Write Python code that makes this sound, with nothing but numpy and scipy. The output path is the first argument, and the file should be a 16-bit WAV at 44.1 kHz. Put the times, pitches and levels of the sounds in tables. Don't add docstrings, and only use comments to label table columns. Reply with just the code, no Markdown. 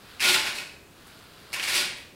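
import sys
import numpy as np
from scipy import signal
from scipy.fft import rfft, irfft, next_fast_len
from scipy.io import wavfile

SR = 44100
rng = np.random.default_rng(int(sys.argv[2]) if len(sys.argv) > 2 else 0)


def persist_wave(psi):
    counts = np.round(np.clip(psi, -1, 1) * 32767).astype(np.int16)
    wavfile.write(sys.argv[1], SR, np.atleast_2d(counts).T)


N = 94815


def amp(db):
    return 10 ** (np.asarray(db) / 20)


def unit(x):
    return x / np.sqrt(np.mean(x ** 2) + 1e-20)


def along(points, hz):
    f, values = np.transpose(points)
    return np.interp(np.log(hz + 1), np.log(f + 1), values)


def curves(rows):
    times, *columns = np.transpose(rows)
    return [np.interp(np.arange(N) / SR, times, column) for column in columns]


def filtered(x, response):
    size = 2 * next_fast_len(N)
    return irfft(rfft(x, size) * response(np.fft.rfftfreq(size, 1 / SR)), size)[..., :N]


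def coloured(x, points):
    def response(hz):
        cepstrum = irfft(np.log(unit(amp(along(points, hz)))))
        half = len(cepstrum) // 2
        return np.exp(rfft(np.r_[cepstrum[0], 2 * cepstrum[1:half], np.zeros(half)]))
    return filtered(x, response)


def contacts(per_s, spread_db=2.5):
    chance = np.clip(per_s / SR, 0, 1)
    hit = rng.random(N) < chance
    size = unit(amp(spread_db * np.clip(rng.standard_normal(N), -2, 2)))
    return hit * size * rng.choice([-1, 1], N) / np.sqrt(chance + 1e-12)


# f/Hz, level/dB
ROOM_MID_EQ = [(20, -8), (45, -3.5), (70, 3), (120, 1), (220, -1.5), (420, -2.5), (900, -11), (2000, -19),
               (4500, -27.5), (6500, -20), (16000, -24.5)]
ROOM_SIDE_EQ = [(20, 3), (70, 1), (200, -3.5), (500, -5), (1500, -31), (5000, -29), (9000, -18.5),
                (14000, -12)]


def room_tone(mid_db=-53.5, side_db=-68.5):
    mid = unit(coloured(rng.standard_normal(N), ROOM_MID_EQ))
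    side = unit(coloured(rng.standard_normal(N), ROOM_SIDE_EQ))
    return amp(mid_db) * mid + amp(side_db) * np.array([side, -side])


# f/Hz, T60/s
KITCHEN_DECAY = [(200, 0.92), (1000, 0.8), (2500, 0.67), (5000, 0.57), (9000, 0.48), (15000, 0.2)]


def kitchen(x, wet_db=-2.5, build_up_s=0.0049):
    hz, t, noise = signal.stft(rng.standard_normal(SR), SR, nperseg=256)
    decay = amp(-60 * t / along(KITCHEN_DECAY, hz)[:, None])
    tail = signal.istft(noise * decay, SR, nperseg=256)[1]
    tail *= 1 - np.exp(-np.arange(len(tail)) / SR / build_up_s)
    return x + amp(wet_db) * signal.fftconvolve(x, tail / np.linalg.norm(tail))[:N]


# t/s, level/dB
PALM_ENVELOPE = [(0, -55), (.1, -49), (.2, -50.5), (.4, -78), (.91, -61.5), (.99, -54.5), (1.12, -52),
                 (1.3, -53.5), (1.52, -51), (1.9, -46), (2.15, -85)]
# f/Hz, level/dB
PALM_EQ = [(100, -24), (400, -6.5), (900, -0.5), (1400, 4.5), (2000, -0.5), (3600, .5), (4800, -1.5),
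           (6200, -13.5), (10000, -13.5), (16000, -20)]


def palm():
    level_db, = curves(PALM_ENVELOPE)
    return amp(level_db) * unit(coloured(contacts(per_s=6000), PALM_EQ))


# t/s, level/dB
GRAZE_CUES = [(0.195, -52), (1.069, -51.5), (1.394, -59.5), (1.532, -38.5), (1.972, -47.5)]


def grazes(t60_s=0.13):
    t = np.arange(N) / SR
    envelope = sum((t > start) * amp(db - 60 * abs(t - start) / t60_s) for start, db in GRAZE_CUES)
    thin_eq = [(3000, -10), (7000, -3), (11000, 1), (16000, -12)]
    return coloured(envelope * contacts(per_s=900), thin_eq)


# f/Hz, width/Hz, level/dB
WOOD_AND_BEAN_MODES = [(232, 23, -14), (366, 17, 3), (590.3, 7.6, 2.5), (874, 13, -2), (1067, 114, -2.5),
                       (1440, 62, 5), (1875, 22, -0.5), (2218, 38, 3.5), (2510, 26, 5), (3440, 260, 1.5)]


def drumming(blows):
    def response(f):
        modes = sum(amp(db) * 1j * f * width / (hz * hz - f * f + 1j * f * width)
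                    for hz, width, db in WOOD_AND_BEAN_MODES)
        return modes / np.sqrt(np.mean(abs(modes) ** 2))
    return filtered(blows, response)


# f/Hz, level/dB
SKIN_EQ = [(200, -13.5), (2000, -9), (4500, 5), (6200, -4), (9500, -3), (13000, -9.5), (16000, -17)]


def skins(slips):
    return coloured(slips, SKIN_EQ)


# f/Hz, level/dB
BEAN_EQ = [(100, -23.5), (250, -11.5), (480, -14.5), (750, -10.5), (1200, -13.5), (1600, -5.5), (2300, -1),
           (3200, 1.5), (4500, 1), (5200, 1), (6100, -7.5), (9000, -10.5), (12000, -13.5), (15500, -31)]


def beans(blows, centre_hz, spread, t60_s, tick):
    onsets = np.flatnonzero(blows)
    age = np.arange(400)
    hz = (centre_hz * np.exp(spread * rng.standard_normal(N)))[onsets, None]
    ring = np.sin(2 * np.pi * hz * age / SR) * amp(-60 * age / SR / t60_s)
    click = ring / np.linalg.norm(ring, axis=1, keepdims=True) + tick * (age == 0)
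    click /= np.linalg.norm(click, axis=1, keepdims=True)
    hits = blows[onsets, None] * click
    track = np.bincount((onsets[:, None] + age).ravel(), hits.ravel(), N)[:N]
    return coloured(track, BEAN_EQ)


# t/s, level/dB
KNOCK_CUES = [(0.1967, -15.5), (0.205, -6.5), (.221, -10), (.470, -10), (0.585, -12.5), (1.53, -16),
              (1.544, -10), (1.598, -10.5), (1.629, -11), (1.640, -11), (1.677, -10.5)]


def knocks(bounce_s=.003, loss_db=2):
    blows = np.zeros(N)
    for start, db in KNOCK_CUES:
        flights = bounce_s * (.5 + rng.random(size=4))
        onsets = ((start + np.cumsum(flights) - flights[0]) * SR).astype(int)
        blows[onsets] = amp(db - loss_db * np.arange(len(onsets)))
    return beans(blows, centre_hz=2520, spread=.1, t60_s=.007, tick=1.2)


# t/s, stir level/dB, drum trim/dB, scrape trim/dB
SWEEP_ENVELOPES = [
    [(.203, -34, -20, 10.5), (.228, -22.5, -1, -0.5), (.292, -21, 5, 1.5), (.32, -25, 2.5, 2.5),
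     (.35, -21.5, 2.5, 3), (.375, -30.5, 11, -8), (.435, -35.5, 4.5, 5), (.476, -27, -1, -3),
     (.532, -47.5, 17.5, 5), (.556, -40, -11, 13), (.588, -39, 3, 7.5), (.625, -49, 15, 11),
     (.74, -70, -15, 24)],
    [(1.52, -42, -14, -5), (1.538, -28.5, -35, 5.5), (1.56, -40.5, 14, 4), (1.598, -33.5, -3.5, -1),
     (1.618, -37.5, 5, 4), (1.638, -29, -7, 5), (1.665, -37, -3, 8), (1.685, -26.5, 0.5, 3.5),
     (1.72, -29, -3, 3), (1.755, -25, 0.5, 6.5), (1.812, -28, 2, 3.5), (1.85, -39, 12, 3),
     (1.92, -51, -2, 0), (2.08, -74, -23, -3)],
]
SWEEP_PITCHES = [2834, 3644]


def sweep(envelope, bean_hz, full_db=-19.5, rise_per_db=0.06):
    stir_db, drum_db, scrape_db = curves(envelope)
    t = np.arange(N) / SR
    gate = amp(full_db) * (t > envelope[0][0]) * (t < envelope[-1][0])
    stir = amp(stir_db - full_db)
    crowding = stir ** .6
    blows = gate * stir * contacts(per_s=4800 * crowding)
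    slips = gate * stir ** 1.3 * contacts(per_s=9300 * crowding)
    ring_hz = bean_hz * np.exp(rise_per_db * (stir_db - full_db))
    scrape = skins(slips * amp(scrape_db - 5.5))
    clatter = amp(-7) * beans(blows, ring_hz, spread=0.251, t60_s=0.009, tick=0.81)
    drum = drumming(blows * amp(drum_db - 8.5))
    return kitchen(clatter) + kitchen(scrape) + kitchen(drum, wet_db=-14.5)


def scene():
    rattle = sum(sweep(envelope, hz) for envelope, hz in zip(SWEEP_ENVELOPES, SWEEP_PITCHES))
    return rattle + kitchen(knocks() + grazes()) + palm() + room_tone()


def record(dry):
    return filtered(dry, lambda hz: hz < 15800)


dry = scene()
out = record(dry)
persist_wave(out)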